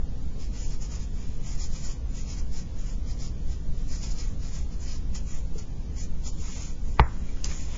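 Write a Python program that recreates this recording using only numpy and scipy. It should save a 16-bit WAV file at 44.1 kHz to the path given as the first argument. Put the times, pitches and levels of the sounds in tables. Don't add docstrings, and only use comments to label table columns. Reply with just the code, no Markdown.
import sys
import numpy as np
from scipy import signal
from scipy.fft import rfft, irfft, dct
from scipy.io import wavfile
from scipy.ndimage import uniform_filter1d, minimum_filter1d

SR = 44100
rng = np.random.default_rng(int(sys.argv[2]) if len(sys.argv) > 2 else 0)


def level_to_linear(level):
    exponent = np.asarray(level, float) / 20
    return 10 ** exponent


def store_pcm(level_fs):
    pcm = np.round(np.clip(level_fs, -1, 1) * 32767).astype(np.int16)
    wavfile.write(sys.argv[1], SR, np.atleast_2d(pcm).T)


N = 342877
TAP_S = 6.9955
BLOCK, SHORT_BLOCK, GRID = 2048, 256, 1914
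EDGE_HZ = 7260


def evened(x):
    return x / np.sqrt(np.mean(x ** 2) + 1e-20)


def noise():
    return rng.standard_normal(N)


def smooth_noise(samples):
    return evened(uniform_filter1d(uniform_filter1d(noise(), samples), samples))


def read(points, hz):
    f, value = np.transpose(points)
    return np.interp(np.log(hz + 1), np.log(f + 1), value)


def add(mix, s, sound):
    part = mix[round(s * SR):][:len(sound)]
    part += sound[:len(part)]


def coloured(x, points):
    hz = np.fft.rfftfreq(len(x), 1 / SR)
    return irfft(rfft(x) * level_to_linear(read(points, hz)), len(x))


def resonant(x, peaks):
    hz = np.fft.rfftfreq(len(x), 1 / SR)
    shape = sum(level_to_linear(db) / (1 + 2j * (hz - f) / width) for f, width, db in peaks)
    return irfft(rfft(x) * shape, len(x))


def ring(modes, rise_s):
    t = np.arange(SR // 2) / SR
    sines = sum(level_to_linear(db - 60 * t / t60) * np.sin(2 * np.pi * hz * t) for hz, db, t60 in modes)
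    return -sines * (1 - np.exp(-t / rise_s))


def room(x):
    # (frequency [Hz], t60 [s])
    band_decay = [(250, 0.2), (600, 0.19), (1000, .36), (1500, 0.4), (2400, 0.11), (2800, 0.095),
                  (6000, .12)]
    hz, t, z = signal.stft(rng.standard_normal(SR // 2), SR, nperseg=256)
    decay = level_to_linear(-60 * t / read(band_decay, hz)[:, None])
    tail = signal.istft(z * decay, SR, nperseg=256)[1]
    tail[:120] = 0
    return signal.fftconvolve(x, tail / np.linalg.norm(tail))[:N]


def ventilation():
    # (frequency [Hz], level [dB per Hz])
    air_spectrum = [(2.4, -35), (4.0, 4), (16, 2.5), (31, -6.5), (62, -9), (85, -18.5), (130, -24),
                    (157, -20), (224, -28.5), (265, -29.5), (348, -41), (467, -36.5), (600, -45.5),
                    (780, -73.5), (1320, -120)]
    # (frequency [Hz], width [Hz], level [dB])
    duct_modes = [(39.5, 6.3, 2), (60.1, 10, 0.5), (106.7, 20, -12), (251, 10, -20.5)]
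    swell = smooth_noise(9000)
    low = level_to_linear(-26.5 + .5 * swell) * evened(coloured(noise(), air_spectrum))
    ducts = resonant(resonant(noise(), duct_modes), [(151.3, 400, 0)])
    return low + level_to_linear(-38.5) * evened(ducts)


def hiss():
    # (frequency [Hz], level [dB per Hz])
    hiss_spectrum = [(450, -31.5), (650, 1.5), (900, -2.5), (1400, -7), (2000, -8.5), (3900, -10),
                     (5000, -9.5), (7000, -8.5), (9000, -7.5)]
    return level_to_linear(-53.0) * evened(coloured(noise(), hiss_spectrum))


def bells(middles, lengths, level_db):
    lean = .9
    power = np.zeros(N)
    for middle, length, db in zip(middles, lengths, level_db):
        progress = np.arange(0, length, 1 / SR) / length
        swell = np.sin(np.pi * progress ** lean) ** 3.0
        add(power, middle - length / 2, level_to_linear(2 * db) * swell)
    return np.sqrt(power)


def drag_slips():
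    happens = rng.random(N) < 14000 / SR
    slips = rng.choice([-1., 1.], N) * level_to_linear(2.0 * rng.exponential(1, N)) * happens
    return slips * level_to_linear(0.66 * smooth_noise(150))


def marker_and_hand():
    # (middle [s], length [s], speed [dB], nib ring [dB], extra pressure [dB])
    pen_strokes = [
        (0.433, 0.121, -56.5, 2, 0),
        (0.563, 0.098, -54.5, -3.5, 1),
        (0.631, 0.177, -48, -7.5, -1),
        (0.727, 0.093, -50.5, -3, -0.5),
        (0.823, 0.037, -47, -7, -3.5),
        (0.844, 0.084, -48.5, -4, -0.5),
        (0.943, 0.11, -48, -4, 1),
        (1.025, 0.086, -51.5, -5.5, -0.5),
        (1.235, 0.27, -59, -4, -0.5),
        (1.351, 0.32, -66, -10, -0.5),
                   (1.505, 0.18, -48.5, -4.5, 0), (1.629, 0.127, -44.5, -1.5, 0), (1.774, 0.18, -50, -2, 0),
                  (1.859, 0.087, -44.5, -5.5, 0), (1.911, 0.089, -47, -6.5, 0.0092),
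                  (2.192, 0.14, -49.5, -6.5, 0), (2.315, 0.131, -49, -1, 0.0055),
                  (2.391, 0.071, -49, -4, 0), (2.578, 0.15, -51, 0.5, 0),
                  (2.808, 0.091, -55.5, -5.5, 0.0067), (2.896, 0.178, -56, -4.5, 0),
                   (3.11, 0.117, -56, 3.5, 0),
        (3.242, 0.13, -49, 1, 0),
        (3.524, 0.121, -57.5, -1.5, 0),
        (3.806, 0.154, -63, -3, 0),
        (3.945, 0.153, -48.5, 0, 0.003),
        (4.037, 0.036, -44.5, -2.5, 0),
        (4.06, 0.137, -50, 2, 2),
        (4.117, 0.041, -46.5, -1.5, 0),
        (4.201, 0.065, -48.5, 4, 0),
        (4.236, 0.24, -53, -9, 0.0077),
                   (4.468, 0.16, -54.5, 0.5, 0.5), (4.56, 0.092, -48.5, -3.5, -0.5), (4.58, 0.2, -55, -7, 0),
                  (4.74, 0.08, -60.5, -2.5, -1), (4.833, 0.081, -50, -10.5, -3),
                  (4.921, 0.17, -52.5, 4, 3.5), (5.171, 0.063, -46.5, -0.5, 3.5),
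                  (5.155, 0.023, -44.5, -7, -1), (5.337, 0.205, -50, -11.5, 0.5),
                  (5.592, 0.033, -46.5, -2, 2), (5.612, 0.067, -57, -5.5, 0),
                  (6.015, 0.12, -46.5, -5, -2.5), (6.275, 0.08, -43, -4.5, 0)]
    # (middle [s], length [s], speed [dB], weight on the sheet [dB])
    slides = [
        (6.38, .3, -63, -3.5),
        (6.491, .283, -47.5, -5),
        (6.618, .32, -47.5, -4),
        (6.929, .25, -59, -6.5),
        (7.149, .4, -63, -0.5),
        (7.352, 0.32, -61.5, 2),
        (7.461, 0.049, -43, -1),
        (7.514, .09, -47, 1.5),
        (7.588, .27, -48, -5),
        (7.755, 0.23, -52.5, 1.5),
    ]
    # (frequency [Hz], level [dB per Hz])
    fibre_spectrum = [(4200, -28.5), (5000, -22.5), (6000, -7.5), (7000, -2.5), (9000, -8.5)]
    # (frequency [Hz], width [Hz], level [dB])
    nib_modes = [(5010, 410, 2), (4384, 390, -7.5), (5450, 410, -6.5)]
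    # (frequency [Hz], width [Hz], level [dB])
    sheet_modes = [(894, 530, -4.5), (1253, 660, -1), (1958, 46, 5), (2341, 670, 3.5), (3230, 860, 0),
                   (3970, 1200, -7)]

    slips = drag_slips()
    fibres = evened(coloured(slips, fibre_spectrum))
    nib = evened(resonant(slips, nib_modes))
    sheet = evened(resonant(slips, sheet_modes))

    pen = np.array(pen_strokes)
    hand = np.array(slides)
    middles, lengths, speed_db = np.vstack([pen[:, :3], hand[:, :3]]).T
    nib_db = np.r_[pen[:, 2] + pen[:, 3], hand[:, 2] - 9]
    pen_sheet_db = -55 + 0.49 * (pen[:, 2] + 50.5) + pen[:, 4]
    sheet_db = np.r_[pen_sheet_db, hand[:, 2] + hand[:, 3]]
    return (level_to_linear(7.0) * fibres * bells(middles, lengths, speed_db)
            + level_to_linear(-1.1) * nib * bells(middles, lengths, nib_db)
            + sheet * bells(middles, lengths, sheet_db))


def ticks():
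    # (time [s], peak [dB], pitch [Hz], t60 [s])
    tick_events = [(0.814, -38, 6610, 0.008), (5.148, -36, 5940, 0.008), (6.9953, -34, 6570, 0.0087),
                   (4.0318, -30.5, 4950, 0.008), (4.119, -31.5, 7180, 0.0082), (5.5934, -41, 5900, 0.0079),
                   (6.6214, -27, 6730, 0.0085), (7.2063, -40, 1796, 0.005), (7.2897, -40, 2310, 0.016),
                   (7.3712, -33.5, 1790, 0.0018), (7.4438, -11.5, 6190, 0.0058), (7.4441, -22, 7020, 0.008),
                   (7.4534, -28.5, 6060, 0.0047), (7.5144, -30.5, 2280, 0.01)]
    # (time [s], level [dB], pitch [Hz], t60 [s])
    thud_events = [
        (5.555, -27.5, 416, .025),
    ]
    out = np.zeros(N)
    for s, db, hz, t60 in tick_events:
        modes = [(hz, db, max(t60, .002)), (hz * 0.47, db - 12, .006), (hz * .8, db - 4, .006)]
        add(out, s, ring(modes, 0.00033))
    for s, db, hz, t60 in thud_events:
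        add(out, s, ring([(hz, db, t60)], 0.002))
    return out


def tap():
    # (frequency [Hz], level [dB], t60 [s])
    cap_modes = [(902, 0.5, 0.017), (970, -5, 0.0147), (1142, -5.5, 0.022), (454, -13, 0.048),
                 (690, -8.5, 0.0067), (335, -39.5, 0.047), (1367, -7.5, 0.011), (1984, -13.5, 0.033),
                 (2165, -12.5, 0.024), (2260, -17.5, 0.016), (2794, -17, 0.012), (3400, -16, 0.012),
                 (3946, -16.5, 0.0077), (4600, -28, 0.013)]
    # (frequency [Hz], level [dB], t60 [s])
    table_modes = [(61.2, -5.5, 0.16), (120.7, -8, 0.071), (279, -24.5, 0.099)]
    out = np.zeros(N)
    add(out, TAP_S, ring(cap_modes, .0005))
    add(out, TAP_S + .0036, ring(table_modes, .001))
    return level_to_linear(-1) * out


def tap_echo():
    # (frequency [Hz], level [dB per Hz])
    echo_spectrum = [(200, -2), (500, -2), (900, -1.5), (1400, -8), (2400, -2.5), (2900, -23.5),
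                     (6000, -20.5)]
    blow = np.zeros(N)
    blow[round(TAP_S * SR)] = 1
    blow = coloured(blow, echo_spectrum)
    return level_to_linear(-3.0) * room(blow / np.linalg.norm(blow))


def scene():
    small = ticks()
    background = ventilation() + hiss()
    knocks = tap() + tap_echo() + small + level_to_linear(-7.5) * room(small)
    return (background + marker_and_hand() + knocks)[None]


def attacks(x):
    power = uniform_filter1d(np.diff(x, prepend=0) ** 2, size=128)
    before = np.roll(uniform_filter1d(power, size=1024), 640)
    calm = 1. * (power < level_to_linear(25.) * before)
    near = 1 - minimum_filter1d(calm, size=900)
    return uniform_filter1d(near, size=256)


def thrifty(x, size, over_db, busy_db):
    # (frequency [Hz], step [dB])
    step_floor = [(30, -27.5), (230, -31.5), (430, -34), (650, -44.5), (900, -45), (1500, -44.5),
                  (3500, -47.5), (7000, -48)]
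    padded = np.pad(x, (2 * BLOCK - GRID, 2 * BLOCK + (GRID - N) % BLOCK))
    window = np.sin(np.pi * (np.arange(2 * size) + .5) / (2 * size))
    frames = np.lib.stride_tricks.sliding_window_view(padded, 2 * size)[::size] * window
    a, b, c, d = np.split(frames, 4, axis=1)
    folded = np.hstack([-c[:, ::-1] - d, a - b[:, ::-1]])
    lines = dct(folded, type=4, norm="ortho")

    hz = (np.arange(size) + .5) * SR / (2 * size)
    band = uniform_filter1d(lines ** 2, size=size // 64, axis=1) * np.clip(hz / 900, 0, 1) ** 2
    busy = (lines[:, hz > 600] ** 2).sum(1, keepdims=True) / size
    luck = np.repeat(rng.standard_normal((len(lines), 128)), size // 128, axis=1)
    step_power = level_to_linear(2 * read(step_floor, hz)) + level_to_linear(2 * over_db) * band + level_to_linear(2 * busy_db) * busy
    step = np.sqrt(step_power) * level_to_linear(2.5 * luck)
    rounded = np.sign(lines) * np.floor(abs(lines) / step + 0.5) * step
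    lines = (rounded + level_to_linear(-24) * (lines - rounded)) * (hz < EDGE_HZ)

    p, q = np.split(dct(lines, type=4, norm="ortho"), 2, axis=1)
    frames = np.hstack([q, -q[:, ::-1], -p[:, ::-1], -p]) * window
    overlapped = frames[1:, :size] + frames[:-1, size:]
    return overlapped.ravel()[2 * BLOCK - GRID - size:][:N]


def low_pass(x):
    return signal.sosfilt(signal.butter(12, 11400, fs=SR, output="sos"), x)


def record(dry):
    t = np.arange(N) / SR
    hz = np.fft.rfftfreq(N, 1 / SR)
    fade_in = 1 - np.exp(-(t + .0001) / 0.00036)
    x = 0.85 * np.tanh(dry[0] / 0.87) * fade_in
    quick = attacks(x)
    thinned = thrifty(x * (1 - quick), BLOCK, 3.0, 3.0) + thrifty(x * quick, SHORT_BLOCK, -1.3, -14.5)
    shelf = irfft(rfft(x) * level_to_linear(-29.5) * (hz > EDGE_HZ) * (hz < 7720), N)
    folded = rfft(thinned * np.cos(2 * np.pi * 17280 * t))
    mirror = irfft(folded * level_to_linear(-41) * (hz > 10000) * (hz < 11400), N)
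    return low_pass((thinned + shelf + mirror)[None])


dry = scene()
out = record(dry)
store_pcm(out)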